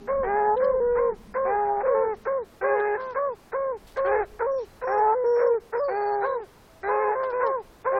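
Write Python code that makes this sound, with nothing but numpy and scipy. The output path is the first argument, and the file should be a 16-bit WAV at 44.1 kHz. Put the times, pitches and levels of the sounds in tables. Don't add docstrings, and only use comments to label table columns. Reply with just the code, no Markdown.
import sys
import numpy as np
from scipy import signal
from scipy.fft import rfft, irfft, next_fast_len
from scipy.io import wavfile
from scipy.ndimage import uniform_filter1d

SR = 44100
rng = np.random.default_rng(int(sys.argv[2]) if len(sys.argv) > 2 else 0)


def decibels_to_gain(level_db):
    exponent = np.asarray(level_db, float) / 20
    return 10 ** exponent


def store_pcm(level_fs):
    pcm = np.round(np.clip(level_fs, -1, 1) * 32767).astype(np.int16)
    wavfile.write(sys.argv[1], SR, np.atleast_2d(pcm).T)


N = 352359

# frequency in Hz, gain in dB.
THROAT = [(200, -22.5), (350, -15), (600, -3), (1050, -4), (1300, -3.5), (1650, -3), (2100, -14.5),
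          (2500, -23.5), (3200, -53.5), (6000, -58.5)]


def scene():
    low = voice(bays(), order=4, fade_db=0, side_ratio=.333, side_db=-16, jitter=.016, chaos=.05,
                rasp_db=-14.5, cough_db=-9.5, cough_s=0.032)
    high = voice(head(), order=3, fade_db=0, side_ratio=.23, side_db=-19, jitter=.006, chaos=.03,
                 rasp_db=-12.5, cough_db=-23, cough_s=0.029)
    yaps = voice(yapping(), order=2, fade_db=22, side_ratio=.14, side_db=-21, jitter=.011, chaos=.16,
                 rasp_db=-20.5, cough_db=-8.5, cough_s=0.047)
    pups = low + high + yaps
    return (pups + trees(pups) + faint_howls() + birds() + paws() + air())[None]


def bays():
    # start in s, end in s, pitch in Hz, sag in Hz per s, second partial in dB.
    breaking = [(0.23, 0.55, 414.2, -27.5, -25.5), (1.45, 1.822, 427.2, 73.5, -22.5),
                (4.87, 5.14, 426.2, -27.5, -22.5), (5.88, 6.257, 421, 46, -25.5),
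                (7.915, 8.2, 420, -3.5, -26.5)]
    collapsing = [(4.045, 4.26, 414.4, -150, -29)]
    opening = [(2.61, 2.965, 413.6, -9, -30.5), (6.83, 7.145, 423.9, 0, -29)]
    way = dict(scoop=0.15, rise_s=.05, drop=-.04, fall_s=0.011, plunge=0, slack_db=84, limp_db=97)
    calls = [*chest(breaking, **way)]
    calls += chest(collapsing, **dict(way, drop=0.58, fall_s=0.021, slack_db=58.5, limp_db=22.5))
    calls += chest(opening, **dict(way, scoop=.11, rise_s=0.038))
    return calls


def chest(rows, **way):
    first_db, fourth_db, open_db = -26.5, -34.5, -31.5
    bright_s, closing_db_per_s = 0.047, 10.5
    for s0, s1, hz, sag, second_db in rows:
        t, f, loss = breath(s0, s1, hz, sag, **way)
        closing = closing_db_per_s * max(second_db - open_db, 0) * np.maximum(t - s0 - bright_s, 0)
        yield np.transpose([t, f, first_db + loss, second_db + loss, fourth_db + loss - closing])


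def head():
    # start in s, end in s, pitch in Hz, sag in Hz per s, level in dB.
    flips = [(0.56, 0.794, 516.5, -4, -23), (1.83, 1.94, 564.3, 950, -24), (5.143, 5.239, 521, 305, -24.5)]
    # start in s, end in s, pitch in Hz, level in dB, second partial in dB.
    held = [(0.8, 1.142, 487, -21.5, -40), (1.945, 2.165, 448.6, -25.5, -32),
            (2.97, 3.16, 525.6, -35, -36.5), (5.24, 5.605, 482.5, -20, -37),
            (7.15, 7.345, 528, -27.5, -32.5)]
    failing = [(1.125, 1.2, 514.4, -39.5, -58.5), (6.265, 6.48, 509.5, -31.5, -41),
               (7.322, 7.55, 512.3, -26, -31)]
    sag_hz_per_s, flip_second_db, third_db = 30, -18.5, -12.5
    held_way = dict(scoop=.04, rise_s=0.018, drop=0.059, fall_s=.04, plunge=0.5, slack_db=50.5, limp_db=151)
    failing_way = dict(scoop=.1, rise_s=.015, drop=0.59, fall_s=.045, plunge=0.15, slack_db=31, limp_db=20.5)
    flip_way = dict(held_way, scoop=0.097, rise_s=0.012, drop=0, plunge=0, slack_db=-3, limp_db=698.5,
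                    tiring=0)
    rows = [(s0, s1, hz, sag, db, db + flip_second_db, flip_way) for s0, s1, hz, sag, db in flips]
    for notes, way in (held, held_way), (failing, failing_way):
        rows += [(s0, s1, hz, sag_hz_per_s, db, second_db, way) for s0, s1, hz, db, second_db in notes]
    for s0, s1, hz, sag, db, second_db, way in rows:
        t, f, loss = breath(s0, s1, hz, sag, **way)
        yield np.transpose([t, f, db + loss, second_db + loss, second_db + third_db + loss])


def yapping():
    # start in s, end in s, pitch in Hz, level in dB, second partial in dB.
    plain = [(0.072, 0.302, 559, -24, -34), (0.597, 0.787, 575, -24, -36.5), (0.95, 1.163, 543, -28.5, -33),
             (1.339, 1.57, 547, -25, -32.5), (1.85, 2.103, 555.6, -23, -34.5),
             (2.25, 2.453, 559, -24.5, -35), (2.615, 2.821, 566, -24, -34.5),
             (3.143, 3.358, 582, -26, -32.5), (3.519, 3.788, 550.3, -26.5, -35),
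             (3.959, 4.229, 552.2, -24, -36), (4.811, 5.056, 538, -28.5, -37.5),
             (5.385, 5.566, 556.3, -24, -36), (6.215, 6.419, 558, -28.5, -31.5),
             (6.87, 7.163, 545, -30.5, -30.5), (7.394, 7.632, 552.6, -27, -30),
             (7.844, 8.065, 550, -24.5, -30.5)]
    # start in s, jump in s, end in s, low pitch in Hz, high pitch in Hz.
    stepped = [(4.391, 4.466, 4.66, 474.5, 548.4), (5.723, 5.799, 5.96, 484, 582.6)]
    way = dict(scoop=.15, rise_s=.025, drop=.14, fall_s=.05, plunge=.3, slack_db=15.5, limp_db=122,
               snap=.2, step=.08)
    low_way = dict(way, scoop=.03, drop=0, plunge=0, step=0)
    high_way = dict(way, scoop=0, snap=0)
    low_db, high_db = (-25.5, -35), (-25, -40.5)
    catch_db = -14
    calls = [yap(*row, catch_db, **way) for row in plain]
    for s0, jump, s1, low, high in stepped:
        first = yap(s0, jump, low, *low_db, catch_db, **low_way)
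        then = yap(jump, s1, high, *high_db, 0, **high_way)
        calls.append(np.vstack([first[:-1], then]))
    return calls


def yap(s0, s1, hz, db, second_db, catch_db, **way):
    sag_hz_per_s, catch_s = 60, 0.01
    pop_db, pop_s, pop_width_s = 5.5, 0.035, 0.012
    t, f, loss = breath(s0, s1, hz, sag_hz_per_s, **way)
    pop = pop_db * np.exp(-((t - s0 - pop_s) / pop_width_s) ** 2)
    catch = catch_db * np.exp(-((t - s0) / catch_s) ** 2)
    first = db + loss + 0.096 * pop + catch
    second = second_db + 1.3 * loss + pop + catch
    return np.transpose([t, f, first, second])


def breath(s0, s1, hz, sag, scoop, rise_s, drop, fall_s, plunge, slack_db, limp_db, snap=0, step=0, tiring=1):
    snap_s, plunge_s = 0.0076, .013
    step_before_end_s, step_s = .065, 0.0061
    t = np.linspace(s0, s1, 80)
    sagging = sag * (t - s0) / hz
    slack = scoop * np.exp(-(t - s0) / rise_s) + snap * np.exp(-(t - s0) / snap_s) + sagging
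    slack += step / (1 + np.exp((s1 - step_before_end_s - t) / step_s))
    slack += plunge * np.exp(-(s1 - t) / plunge_s)
    ending = drop * np.exp(-(s1 - t) / fall_s)
    loose = slack + np.abs(ending) - (1 - tiring) * sagging
    return t, hz * np.maximum(1 - slack - ending, .2), -slack_db * loose - limp_db * loose ** 2


def voice(calls, order, fade_db, side_ratio, side_db, jitter, chaos, rasp_db, cough_db, cough_s):
    tone, turbulence = np.zeros(N), np.zeros(N)
    for call in calls:
        s, *columns = np.transpose(call)
        t = np.arange(s[0], s[-1] + .013, 1 / SR)
        n = len(t)
        hz, first_db, *upper_db = (uniform_filter1d(np.interp(t, s, c), 400) for c in columns)
        start = np.exp(-(t - s[0]) / cough_s)
        stumble = (jitter * decibels_to_gain(strain_db(t)) + chaos * start ** 2) * walk(300, n)
        phase = 2 * np.pi * np.cumsum(hz * (1 + stumble + 0.0048 * walk(28.3, n))) / SR
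        wave = decibels_to_gain(first_db) * np.sin(phase)
        wave += decibels_to_gain(upper_db[0] + 2.0 * walk(25, n)) * np.sin(2 * phase + 1)
        for k in range(3, 8):
            db = upper_db[-1] + throat_db(k * hz) - throat_db(order * hz) - fade_db * (1 - start)
            db += (k < order) * 0.76 * (upper_db[0] - upper_db[-1] - 16.0)
            wave += decibels_to_gain(db + 4.5 * walk(30, n)) * np.sin(k * phase + k)
        pressed_db = np.minimum(upper_db[0] - first_db + 6, 0)
        shake = decibels_to_gain(side_db + 1.4 * pressed_db + 3 * walk(25, n))
        shake *= np.sin(side_ratio * phase + 1.5 * walk(50, n))
        shimmer = decibels_to_gain(0.29 * walk(200, n))
        edge = np.clip(np.minimum((t - s[0]) / .005, (t[-1] - t) / .012), 0, 1)
        add(tone, np.sqrt(2) * edge * shimmer * (1 + 2 * shake) * wave, s[0])
        effort = np.sqrt(decibels_to_gain(first_db) ** 2 + decibels_to_gain(upper_db[0]) ** 2)
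        rasp = decibels_to_gain(rasp_db + strain_db(t) + 3.5 * walk(24, n)) * decibels_to_gain(upper_db[0])
        cough = decibels_to_gain(cough_db) * effort.max() * start
        add(turbulence, edge * (rasp + cough) * (1 + 0.49 * np.cos(phase)), s[0])
    hoarse = colour(turbulence * rng.standard_normal(N), THROAT) * np.sqrt(SR / 3000)
    return colour(tone, [(200, -34.0), (290, -22), (370, -0.5), (20000, 5)]) + hoarse


def strain_db(t):
    # start in s, end in s, extra rasp in dB.
    strained = [(0.498, 0.573, -3), (1.803, 1.891, 12), (2.623, 2.932, 1.5), (2.94, 3.016, 8),
                (4.061, 4.231, 7), (4.39, 4.461, 7), (5.361, 5.471, 12.5), (5.743, 5.798, 9),
                (6.204, 6.262, 6), (6.827, 7.091, 3.5), (7.115, 7.172, 9), (7.196, 7.246, 9.5),
                (7.383, 7.417, -0.5)]
    return uniform_filter1d(sum(db * ((t > s0) & (t < s1)) for s0, s1, db in strained), 400)


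def throat_db(hz):
    throat_hz, gain_db = np.transpose(THROAT)
    return np.interp(np.log(hz), np.log(throat_hz), gain_db)


def trees(x):
    t60_s, level_db = .8, -24
    t = np.arange(int(.8 * SR)) / SR
    tail = rng.standard_normal(len(t)) * np.exp(-np.log(1000) * t / t60_s) * (t > .02)
    tail /= np.sqrt(np.sum(tail ** 2))
    tail = colour(tail, [(250, -6), (410, 3), (500, -8), (1500, -10), (5000, -25)])
    return decibels_to_gain(level_db) * signal.fftconvolve(x, tail)[:N]


def faint_howls():
    # start in s, end in s, pitch in Hz, level in dB.
    howls = [
        (0, 0.088, 404, -43),
        (6.676, 6.826, 651, -56),
    ]
    out = np.zeros(N)
    for s0, s1, hz, db in howls:
        t = np.arange(0, s1 - s0, 1 / SR)
        phase = 2 * np.pi * hz * t + .5 * walk(30, len(t))
        howl = np.sin(phase) + 0.14 * np.sin(2 * phase)
        add(out, decibels_to_gain(db) * signal.windows.tukey(len(t), .4) * howl, s0)
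    return out


def birds():
    # start in s, end in s, start pitch in Hz, end pitch in Hz, level in dB.
    whistles = [(4.5, 4.66, 5680, 5550, -63), (4.83, 5.07, 5600, 5460, -60), (5.22, 5.52, 5580, 5450, -59),
                (5.74, 5.88, 5400, 4500, -57), (5.8, 6.22, 4500, 4420, -57), (6.19, 6.38, 4000, 3870, -57),
                (4.55, 4.85, 4050, 4000, -70), (6.83, 6.93, 4000, 3900, -59)]
    trill_per_s, trill_below_hz = 18, 5430
    out = np.zeros(N)
    for s0, s1, hz0, hz1, db in whistles:
        t = np.arange(0, s1 - s0, 1 / SR)
        hz = np.interp(t, [0, t[-1]], [hz0, hz1]) * (1 + .016 * walk(150, len(t)))
        trill = np.cos(np.pi * trill_per_s * (hz0 < trill_below_hz) * t) ** 2
        throb = (.25 + .75 * trill) * decibels_to_gain(4 * walk(120, len(t)))
        whistle = np.sin(2 * np.pi * np.cumsum(hz) / SR)
        add(out, decibels_to_gain(db) * throb * signal.windows.tukey(len(t), .3) * whistle, s0)
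    return out


def paws():
    # time in s, peak level in dB, length in s.
    steps = [(.24, -57, .02), (.57, -49, .014), (.645, -46, .01), (.9, -52, .012), (2.8, -54, .015),
             (3.0, -59, .09), (3.28, -62, .03), (3.87, -58, .07), (3.97, -50, .03), (4.06, -50, .02),
             (4.58, -57, .05), (6.25, -57, .06), (7.235, -54, .04), (7.3, -61, .06), (7.4, -55, .015),
             (7.465, -50, .014), (7.59, -62, .01), (7.816, -62, .004)]
    shower = np.zeros(N)
    for s, db, length in steps:
        add(shower, decibels_to_gain(db) * np.exp(-np.arange(SR // 4) / SR / max(length, .003)), s)
    clicks = rng.standard_normal(N) * decibels_to_gain(3.0 * rng.exponential(size=N))
    return colour(2 * shower * clicks, [(800, -20), (3000, 0), (4500, -1), (6000, -7), (16000, -12)])


def air():
    # time in s, swell in dB, length in s.
    gusts = [(0.195, 20, 0.11), (0.896, 18.5, 0.66), (1.949, 10.5, 0.3), (4.223, 15.5, 0.41),
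             (4.965, 8, .15), (6.84, 8.5, 0.15), (7.7, 6.5, 0.13)]
    # frequency in Hz, density in dB per Hz.
    hiss_density = [(20, -82), (100, -82), (400, -85), (900, -88), (1600, -94), (3000, -100), (5000, -102),
                    (7000, -106), (16000, -109)]
    calm_db, murmur_db, murmur_fade_db_per_s, murmur_gust_share = -64, -46, 6, 0.051
    t = np.arange(N) / SR
    gust_db = sum(db * np.exp(-((t - s) / length) ** 2) for s, db, length in gusts)
    rumble = colour(rng.standard_normal(N), [(12, -4.0), (25, 3.0), (70, -3.5), (130, -18.5), (400, -57.5)])
    murmur = colour(rng.standard_normal(N), [(80, -10.5), (140, -2.5), (210, 14.0), (290, 3.0), (600, -44)])
    swell_db = murmur_db - murmur_fade_db_per_s * t + murmur_gust_share * gust_db
    out = unit(rumble) * decibels_to_gain(calm_db + gust_db + 2.5 * walk(7, N))
    out += unit(murmur) * decibels_to_gain(swell_db + 0.5 * walk(5.5, N))
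    hiss = rng.standard_normal(N) * decibels_to_gain(0.54 * walk(2.8, N)) * np.sqrt(SR / 2)
    return out + colour(hiss, hiss_density)


def colour(x, table):
    hz, db = np.transpose(table)
    size = next_fast_len(len(x) + 4096)
    f = np.maximum(np.arange(size // 2 + 1) * SR / size, 1)
    gain = decibels_to_gain(np.interp(np.log(f), np.log(hz), db))
    spectrum = rfft(np.pad(settle(x), 2048, "reflect", reflect_type="odd"), size)
    return irfft(spectrum * gain, size)[2048:2048 + len(x)]


def settle(x):
    return x * np.minimum(np.arange(len(x))[::-1] / (.004 * SR), 1)


def unit(x):
    return x / np.sqrt(np.mean(x ** 2))


def walk(rate, count):
    k = int(SR / rate)
    held = np.repeat(rng.standard_normal(count // k + 1), k)
    return 0.82 * uniform_filter1d(uniform_filter1d(held, k), k)[:count]


def add(out, x, s):
    i = int(s * SR)
    out[i:i + len(x)] += x[:N - i]


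def thin_treble(x, floor_db, share):
    lead = 1024 - 781
    padded = np.pad(settle(x), (lead, 2048), "reflect", reflect_type="odd")
    hz, _, z = signal.stft(padded, SR, "cosine", 2048, 1024)
    mark = decibels_to_gain(floor_db) * (2 * np.sum(np.abs(z) ** 2, axis=0)) ** (share / 2)
    band = np.floor(np.log(np.maximum(hz, 1300) / 1300) / np.log(1.11)).astype(int)
    for k in range(1, band.max() + 1):
        z[band == k] *= np.abs(z[band == k]).max(axis=0) > mark
    return signal.istft(z, SR, "cosine", 2048, 1024)[1][lead:lead + N]


def band_limit(x):
    return signal.sosfilt(signal.butter(12, 15830, fs=SR, output="sos"), x)


def record(dry):
    rounded = np.tanh(2 * dry[0]) / 2
    mix = thin_treble(rounded, floor_db=-56, share=.8)[None]
    return band_limit(mix)


dry = scene()
out = record(dry)
store_pcm(out)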